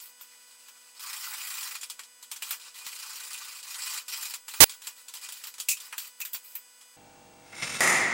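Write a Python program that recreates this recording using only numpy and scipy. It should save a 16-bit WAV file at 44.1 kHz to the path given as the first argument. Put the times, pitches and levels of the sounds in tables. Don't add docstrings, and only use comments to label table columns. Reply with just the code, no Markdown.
import sys
import numpy as np
from scipy import signal
from scipy.fft import rfft, irfft, next_fast_len
from scipy.io import wavfile
from scipy.ndimage import uniform_filter1d, minimum_filter1d, map_coordinates

SR = 44100
rng = np.random.default_rng(int(sys.argv[2]) if len(sys.argv) > 2 else 0)


def file_out(sig):
    cols = np.atleast_2d(sig).T
    lim = np.clip(cols, -1, 1)
    pcm = np.round(lim * 32767).astype(np.int16)
    wavfile.write(sys.argv[1], SR, pcm)


N = 358519
TOP_HZ = 15800


def amp(db):
    return 10 ** (np.asarray(db) / 20)


def unit_rms(x):
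    return x / np.sqrt(np.mean(x ** 2) + 1e-20)


def decay(t, t60_s):
    return np.exp(-np.log(1000) * t / t60_s)


def along(points, hz):
    freqs_hz, values = np.transpose(points)
    return np.interp(np.log(hz + 1), np.log(freqs_hz + 1), values)


def spectrum(points, peaks):
    def gain(hz):
        lift_db = sum(db / (1 + (2 * (hz - peak_hz) / width_hz) ** 2) for peak_hz, width_hz, db in peaks)
        return amp(along(points, hz) + lift_db)
    return gain


def filtered(x, gain):
    size = next_fast_len(len(x) + 4096)
    return irfft(rfft(x, size) * gain(np.fft.rfftfreq(size, 1 / SR)), size)[:len(x)]


def noise(gain, size):
    return unit_rms(filtered(rng.standard_normal(size), gain))


def wobble(rate_hz, size):
    coarse = np.arange(size // 64 + 2) * 64
    knots = rng.standard_normal(int(size * rate_hz / SR) + 4)
    return np.interp(np.arange(size), coarse, map_coordinates(knots, [coarse * rate_hz / SR]))


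def add(track, start_s, sound):
    start = round(start_s * SR)
    track[start:start + len(sound)] += sound[:len(track) - start]


# freq_hz, line_rms_db
HUM_TONE = [(25, -85.5), (50, -79), (100, -73), (280, -72), (400, -76), (720, -76.5), (900, -68),
            (1040, -84.5)]
HUM_ACCENTS = {6: 2.5, 8: -8, 10: 10, 11: -8, 13: 7.5, 16: 10}
# pitch_hz, rms_db
WHISTLES = [(1433.2, -79), (1482.6, -78), (2320, -73), (2719, -72), (3311, -79), (4845, -77), (6422, -73),
            (8053, -71), (15725, -68)]


def hum(speed, motor_hz=49.42, orders=21):
    t = np.arange(N) / SR
    motor = [(k * motor_hz, along(HUM_TONE, k * motor_hz) + HUM_ACCENTS.get(k, 0))
             for k in [.5, *range(1, orders + 1)]]
    out = np.zeros(N)
    for hz, db in motor + WHISTLES:
        if speed * hz < TOP_HZ:
            phase = 2 * np.pi * (speed * hz * t + rng.random()) + .3 * wobble(12, N)
            out += amp(db) * np.sqrt(2) * np.sin(phase)
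    return out


# freq_hz, density_db
AIR_FAST = [(59, -79), (100, -38.5), (243, -21.5), (917, -10.5), (998, -10), (1090, -10.5), (1960, -10.5),
            (3690, -11.5), (8060, -9), (15500, -14.5)]
AIR_NORMAL = [(15, -35.5), (30, -28), (120, -12), (811, -17), (2300, -22.5), (2500, -23), (2700, -22.5),
              (4380, -25), (8320, -24.5), (15000, -45)]


def workshop(air, air_db, speed):
    return hum(speed) + amp(air_db) * noise(spectrum(air, []), N)


def friction(rate_hz, spread_db, t60_s, wet_db):
    slips = (rng.random(N) < rate_hz / SR) * rng.standard_normal(N)
    slips *= amp(spread_db * np.minimum(rng.exponential(size=N), 4))
    t = np.arange(SR // 4) / SR
    tail = rng.standard_normal(len(t)) * decay(t, t60_s)
    return slips + amp(wet_db) * signal.fftconvolve(slips, tail / np.linalg.norm(tail))[:N]


def wandering(x, depth_db):
    bins = signal.stft(x, nperseg=256)[2]
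    patches = uniform_filter1d(rng.standard_normal(bins.shape), size=4, axis=0)
    patches = uniform_filter1d(patches, size=9, axis=1)
    return signal.istft(bins * amp(depth_db * unit_rms(patches)), nperseg=256)[1][:len(x)]


def stroke(t, start_s, end_s, grip_s=0.023, release_t60_s=0.2):
    return np.clip((t - start_s) / grip_s, 0, 1) * decay(np.maximum(t - end_s, 0), release_t60_s)


def effort_db(t, start_s, end_s, first_db, last_db, arch_db=2):
    progress = np.clip((t - start_s) / (end_s - start_s), 0, 1)
    return first_db + (last_db - first_db) * progress + arch_db * (np.sin(np.pi * progress) - 2 / np.pi)


# freq_hz, density_db
RASP_TONE = [(200, -104.5), (380, -21.5), (460, -9.5), (650, -24.5), (900, 0.5), (1500, 0), (3000, 1.5),
             (5000, 2.5), (6300, 1), (8000, 3), (11000, 0), (15500, 4)]
# freq_hz, width_hz, lift_db
VISE_PEAKS = [(1400, 50, 4), (2430, 180, 5.5), (3935, 50, 4), (4550, 160, 2.5), (7320, 220, 4),
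              (7830, 90, 2), (8600, 100, 3.5), (9240, 70, 3.5), (13300, 300, 3)]
# start_s, end_s, first_db, last_db, turn_hz, body_db, top_db
SPINS = [(0.995, 1.751, -41, -39.5, 29.4, 4.5, -1.5), (2.743, 3.589, -44.5, -42.5, 28.4, 1, -7.5),
         (3.629, 3.981, -44, -33, 26, 0, -7.5), (4.081, 4.319, -37.5, -40.5, 23, -3.5, -4.5)]
# start_s, length_s, level_db, top_db
RUBS = [(0.001, 0.069, -54, 10), (0.194, 0.7, -60, -8), (0.949, 0.036, -52, -11), (2.422, 0.12, -43.5, -3),
        (2.598, 0.087, -48.5, -14), (4.491, 0.25, -48, -1), (4.819, 0.081, -51.5, -4),
        (4.964, 0.04, -49.5, -2), (5.152, 0.029, -44, -8), (5.213, 0.036, -43, -8), (5.29, 0.2, -50, -2.5),
        (5.802, 0.055, -44, -3.5), (6.001, 0.06, -49, 2.5), (6.43, 0.1, -59, 12)]


def lead_screw(spin_db=2.5, rub_db=3, throb_db=1.6, lag_s=0.012, waver_db=2, body_hz=2000, top_hz=10500):
    out, t = np.zeros(N), np.arange(N) / SR
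    slips = friction(rate_hz=3000, spread_db=2.5, t60_s=.12, wet_db=5)
    rasp = unit_rms(filtered(wandering(slips, depth_db=3), spectrum(RASP_TONE, VISE_PEAKS)))
    body = filtered(rasp, lambda hz: 1 / (1 + (hz / body_hz) ** 4) / (1 + (600 / (hz + 1)) ** 8))
    top = filtered(rasp, lambda hz: 1 / (1 + (top_hz / (hz + 1)) ** 12))
    for start_s, end_s, first_db, last_db, turn_hz, body_db, top_db in SPINS:
        swell_db = throb_db * np.cos(2 * np.pi * turn_hz * (t - start_s - lag_s))
        level_db = spin_db + effort_db(t, start_s, end_s, first_db, last_db) + swell_db
        coloured = rasp + (amp(body_db) - 1) * body + (amp(top_db) - 1) * top
        out += amp(level_db) * stroke(t, start_s, end_s) * coloured
    waver = amp(rub_db + waver_db * wobble(35, N))
    for start_s, length_s, level_db, top_db in RUBS:
        coloured = rasp + (amp(top_db) - 1) * top
        out += amp(level_db) * waver * stroke(t, start_s, start_s + length_s) * coloured
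    return out


# start_s, level_db, body_db, top_db (last two relative to the middle band)
CLINKS = [(0.211, -46.5, -4.5, 7.5), (0.685, -49.5, 0, 1), (1.753, -35, -7, -13), (1.8114, -35.5, -16, -12),
          (1.8313, -35.5, -4.5, -7), (1.8995, -34, -12, -4.5), (1.9929, -38.5, -1, -9),
          (2.0348, -45.5, -11, -17), (2.2272, -42, -8.5, -8), (2.3614, -38, -9, -11), (2.4223, -32, -5, -2),
          (2.508, -29, -7, 3.5), (2.529, -39, 0.5, -5), (3.158, -41, -8, 0), (3.3318, -36, -12, -4),
          (4.0825, -40.5, -8, -0.5), (4.3386, -32, -8, -5.5), (4.4817, -35.5, -5, -8),
          (4.5385, -35.5, -3.5, -11), (4.6954, -35.5, -6, -22), (5.0828, -39, -8.5, -11.5),
          (5.1383, -37, -8, -3), (5.2878, -38.5, -5.5, -11), (5.3228, -37.5, -8.5, 0), (5.439, -37, -7, -3),
          (5.47, -39.5, -4, 4), (5.5402, -43.5, -7, -10), (5.582, -41.5, -4.5, -10),
          (5.6002, -30.5, -14, -4), (5.7698, -40, -7, -10), (5.9258, -39, 3.5, -8), (5.9806, -32, -10, 2.5),
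          (6.0699, -47, -6, 3), (6.2033, -40, -0.5, 11), (6.2507, -36.5, -5, 6), (6.333, -38.5, -14, 13),
          (6.553, -42, -3, 13), (6.8117, -50, -6, -11.5)]
# level_db, body_db, top_db
JOLT_CLINK = (-34, -6, -2.5)


def contacts(turn_db=-1, stray_db=0.5, stray_gap_s=0.068):
    def tick(at_s, level_db, scatter, scatter_db=3, body_db=-7.5, top_db=-5.5):
        return at_s, level_db + scatter_db * scatter, body_db, top_db

    rows = list(CLINKS) + [(start_s, *JOLT_CLINK) for start_s, _ in JOLTS]
    for start_s, end_s, first_db, last_db, turn_hz, _, _ in SPINS:
        for at_s, scatter in zip(np.arange(start_s, end_s, 1 / turn_hz), rng.standard_normal(40)):
            rows.append(tick(at_s, effort_db(at_s, start_s, end_s, first_db, last_db) + turn_db, scatter))
    for start_s, length_s, level_db, _ in RUBS:
        grid_s = np.arange(start_s, start_s + length_s, stray_gap_s)
        for at_s, (late, scatter) in zip(grid_s, rng.standard_normal((40, 2))):
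            delay_s = stray_gap_s * min(abs(late), 2) / 2 * (at_s > start_s)
            rows.append(tick(at_s + delay_s, level_db + stray_db, scatter))
    return rows


# freq_hz, width_hz, lift_db
CLINK_PEAKS = [(3290, 200, 4), (7200, 250, 5)]


def clinks(gain_db=-1.58, edge_db=-2, lead_s=.02, low_hz=420):
    out, t = np.zeros(N + SR), np.arange(SR // 5) / SR - lead_s
    steel = spectrum(RASP_TONE, VISE_PEAKS + CLINK_PEAKS)

    def band(lo_hz, hi_hz):
        return noise(lambda hz: steel(hz) / (1 + (lo_hz / (hz + 1)) ** 18) / (1 + (hz / hi_hz) ** 18),
                     len(t))

    brush = 0.14 * decay(abs(t), t60_s=0.071)
    crack = 0.24 * decay(abs(t), t60_s=0.0041)
    tail = decay(abs(t), t60_s=0.14)
    envelope = np.where(t < 0, brush, crack + tail)
    for start_s, level_db, body_db, top_db in contacts():
        middle = band(2600, 12100)
        body = amp(body_db + edge_db) * band(300, 3070)
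        top = amp(top_db + edge_db) * band(11600, 17000)
        clink = wandering(middle + body + top, depth_db=2.5) * envelope
        add(out, start_s, amp(level_db + gain_db) * clink)
    low_cut = signal.butter(4, low_hz, "high", fs=SR, output="sos")
    return signal.sosfilt(low_cut, out)[round(lead_s * SR):][:N]


# start_s, level_db
JOLTS = [(1.629, -69), (2.315, -68), (2.865, -55), (4.226, -63), (4.87, -65), (5.687, -46), (6.346, -59)]


def bench(gain_db=7, t60_s=0.002, low_hz=70):
    out, t = np.zeros(N), np.arange(SR // 20) / SR
    push = t * decay(t, t60_s)
    for start_s, level_db in JOLTS:
        add(out, start_s, amp(level_db + gain_db) * push / push.max())
    return signal.sosfilt(signal.butter(1, low_hz, "high", fs=SR, output="sos"), out)


def static(start_s=4.6044, end_s=4.6433, drive_db=-3.5):
    out = np.zeros((2, N))
    start, end = round(start_s * SR), round(end_s * SR)
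    hiss = noise(lambda hz: hz < TOP_HZ, end - start)
    out[1, start:end] = np.tanh(amp(drive_db) * hiss)
    return out


# start_s, level_db, t60_s, cutoff_hz
BOARD_KNOCKS = [(5.686, -7, 0.12, 15000), (5.702, -30, 0.18, 15130), (6.2135, -27, 0.074, 2200)]
# freq_hz, density_db
BOARD_TONE = [(100, -60), (900, -42), (1700, -27), (2200, -14.5), (2520, 3), (3100, -16.5), (4200, -12.5),
              (5800, -7.5), (7050, -1.5), (8800, -6.5), (12000, -10), (15500, -5.5)]


def board(rise_s=0.012):
    out, t = np.zeros(N), np.arange(SR // 4) / SR
    for start_s, level_db, t60_s, cutoff_hz in BOARD_KNOCKS:
        wood = noise(lambda hz: amp(along(BOARD_TONE, hz)) / np.hypot(1, hz / cutoff_hz), len(t))
        add(out, start_s, amp(level_db) * wood * decay(t, t60_s) * (1 - decay(t, rise_s)))
    return out


# time_s, level_db
SLIDE_LEVELS = [(7.42, -64), (7.51, -55), (7.57, -44), (7.615, -40.5), (7.655, -37), (7.7, -35),
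                (7.76, -33.5), (7.8, -35.5)]
# freq_hz, density_db
SLIDE_TONE = [(50, -26), (140, -7), (270, -16), (1080, -14.5), (1400, -14.5), (2200, -8.5), (3030, -14),
              (5400, -15), (8900, -15.5), (15000, -42)]
# freq_hz, width_hz, lift_db
SLIDE_PEAKS = [(1380, 70, 15), (2150, 200, 9), (2670, 60, 10), (3800, 50, 8), (5390, 500, 7), (6650, 50, 7),
               (7060, 110, 8), (7950, 400, -7), (8520, 50, 8), (9030, 70, 10), (12500, 170, 15)]
# start_s, level_db, cutoff_hz
CATCHES = [(7.528, -42, 2800), (7.6225, -30, 12000), (7.629, -31, 12000)]


def handle_slide(chatter_db=1.5, attack_s=.05, release_s=0.035, catch_t60_s=0.15):
    t = np.arange(N) / SR
    times_s, levels_db = np.transpose(SLIDE_LEVELS)
    rod = spectrum(SLIDE_TONE, SLIDE_PEAKS)
    first_s, last_s = times_s[0], times_s[-1]
    contact = np.interp(t, [first_s - attack_s, first_s, last_s, last_s + release_s], [0, 1, 1, 0])
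    scrape = unit_rms(filtered(friction(rate_hz=6900, spread_db=6.5, t60_s=0.44, wet_db=12), rod))
    out = contact * amp(np.interp(t, times_s, levels_db) + chatter_db * wobble(150, N)) * scrape
    envelope = decay(t[:SR // 3], catch_t60_s)
    for start_s, level_db, cutoff_hz in CATCHES:
        catch = noise(lambda hz: rod(hz) / (1 + (hz / cutoff_hz) ** 4), len(envelope))
        add(out, start_s, amp(level_db) * envelope * catch)
    return out


# freq_hz, t60_s
ROOM_T60 = [(100, 2.1), (500, 1.26), (2000, 1.97), (6000, 0.97), (10000, 0.62), (15000, 0.38)]


def room_decay(x):
    hz, t, bins = signal.stft(x, SR, nperseg=256)
    return signal.istft(bins * decay(t, along(ROOM_T60, hz)[:, None]), SR, nperseg=256)[1][:len(x)]


# start_s, clatter_db, ring_db
DROPS = [(7.806, -20.5, -25), (7.875, -24, -26)]
# pitch_hz, level_db, t60_s
HANDLE_MODES = [(365, -13, 1.2), (1275, -11, 1.1), (1841, -4, 1.5), (1917, -1, 1.7), (1945, -3, 1.5),
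                (2046, -3, 1.1), (2141, -4, 1.2), (2681, -14, .8), (3499, -18, 1.1), (5033, -18, 1),
                (6115, -9, .7), (6428, -15, 1), (7075, -6, .7), (7545, -16, .9), (9014, -6, .55),
                (10680, -13, .45), (12470, -15, .45)]
# freq_hz, density_db
CLATTER_TONE = [(50, -30), (190, -8), (360, -11.5), (700, -6.5), (1300, -12), (1550, -21), (2300, -19.5),
                (4400, -16.5), (5200, -11.5), (9000, -11), (12000, -19.5), (15500, -36)]
# freq_hz, width_hz, lift_db
CLATTER_PEAKS = [(1970, 1100, 22.5), (6120, 80, 3), (6960, 100, 12.5), (9200, 49, 17)]


def handle_drop(bite=1.4, bite_t60_s=0.093, strike_db=4, strike_hz=9000):
    out, t = np.zeros(N), np.arange(SR // 2) / SR
    landing_s, landing_db, _ = DROPS[0]
    strike = noise(lambda hz: 1 / (1 + (hz / strike_hz) ** 2), len(t)) * decay(t, t60_s=.03)
    add(out, landing_s, amp(landing_db + strike_db) * strike)
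    accent = 1 + bite * decay(t, bite_t60_s)
    for start_s, clatter_db, ring_db in DROPS:
        ring = np.zeros(len(t))
        for hz, level_db, t60_s in HANDLE_MODES:
            phase = 2 * np.pi * (hz * t + rng.random())
            drift = .8 * wobble(max(45, hz / 50), len(t))
            ring += amp(level_db) * decay(t, t60_s) * np.sin(phase + drift)
        clatter = room_decay(noise(spectrum(CLATTER_TONE, CLATTER_PEAKS), len(t)))
        add(out, start_s, (amp(clatter_db) * clatter + amp(ring_db) * ring) * accent)
    return out


def limiter(x, threshold=.3, ceiling=.21):
    needed = np.minimum(1, threshold / (np.abs(x).max(axis=0) + 1e-9))
    held = minimum_filter1d(needed, size=441, origin=180)
    ducked = x * uniform_filter1d(held, size=80)
    return ducked / (1 + (ducked / ceiling) ** 6) ** (1 / 6)


def scene(normal_from_s=6.965, crossfade_s=.01):
    fast = np.clip((normal_from_s - np.arange(N) / SR) / crossfade_s + .5, 0, 1)
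    fast_shop = workshop(AIR_FAST, air_db=-59.5, speed=10)
    normal_shop = workshop(AIR_NORMAL, air_db=-58.5, speed=1)
    mono = fast * fast_shop + (1 - fast) * normal_shop
    mono += lead_screw() + clinks() + bench() + board() + handle_slide() + handle_drop()
    return np.array([mono, mono])


def record(dry):
    return np.array([filtered(channel, lambda hz: hz < TOP_HZ) for channel in limiter(dry) + static()])


dry = scene()
out = record(dry)
file_out(out)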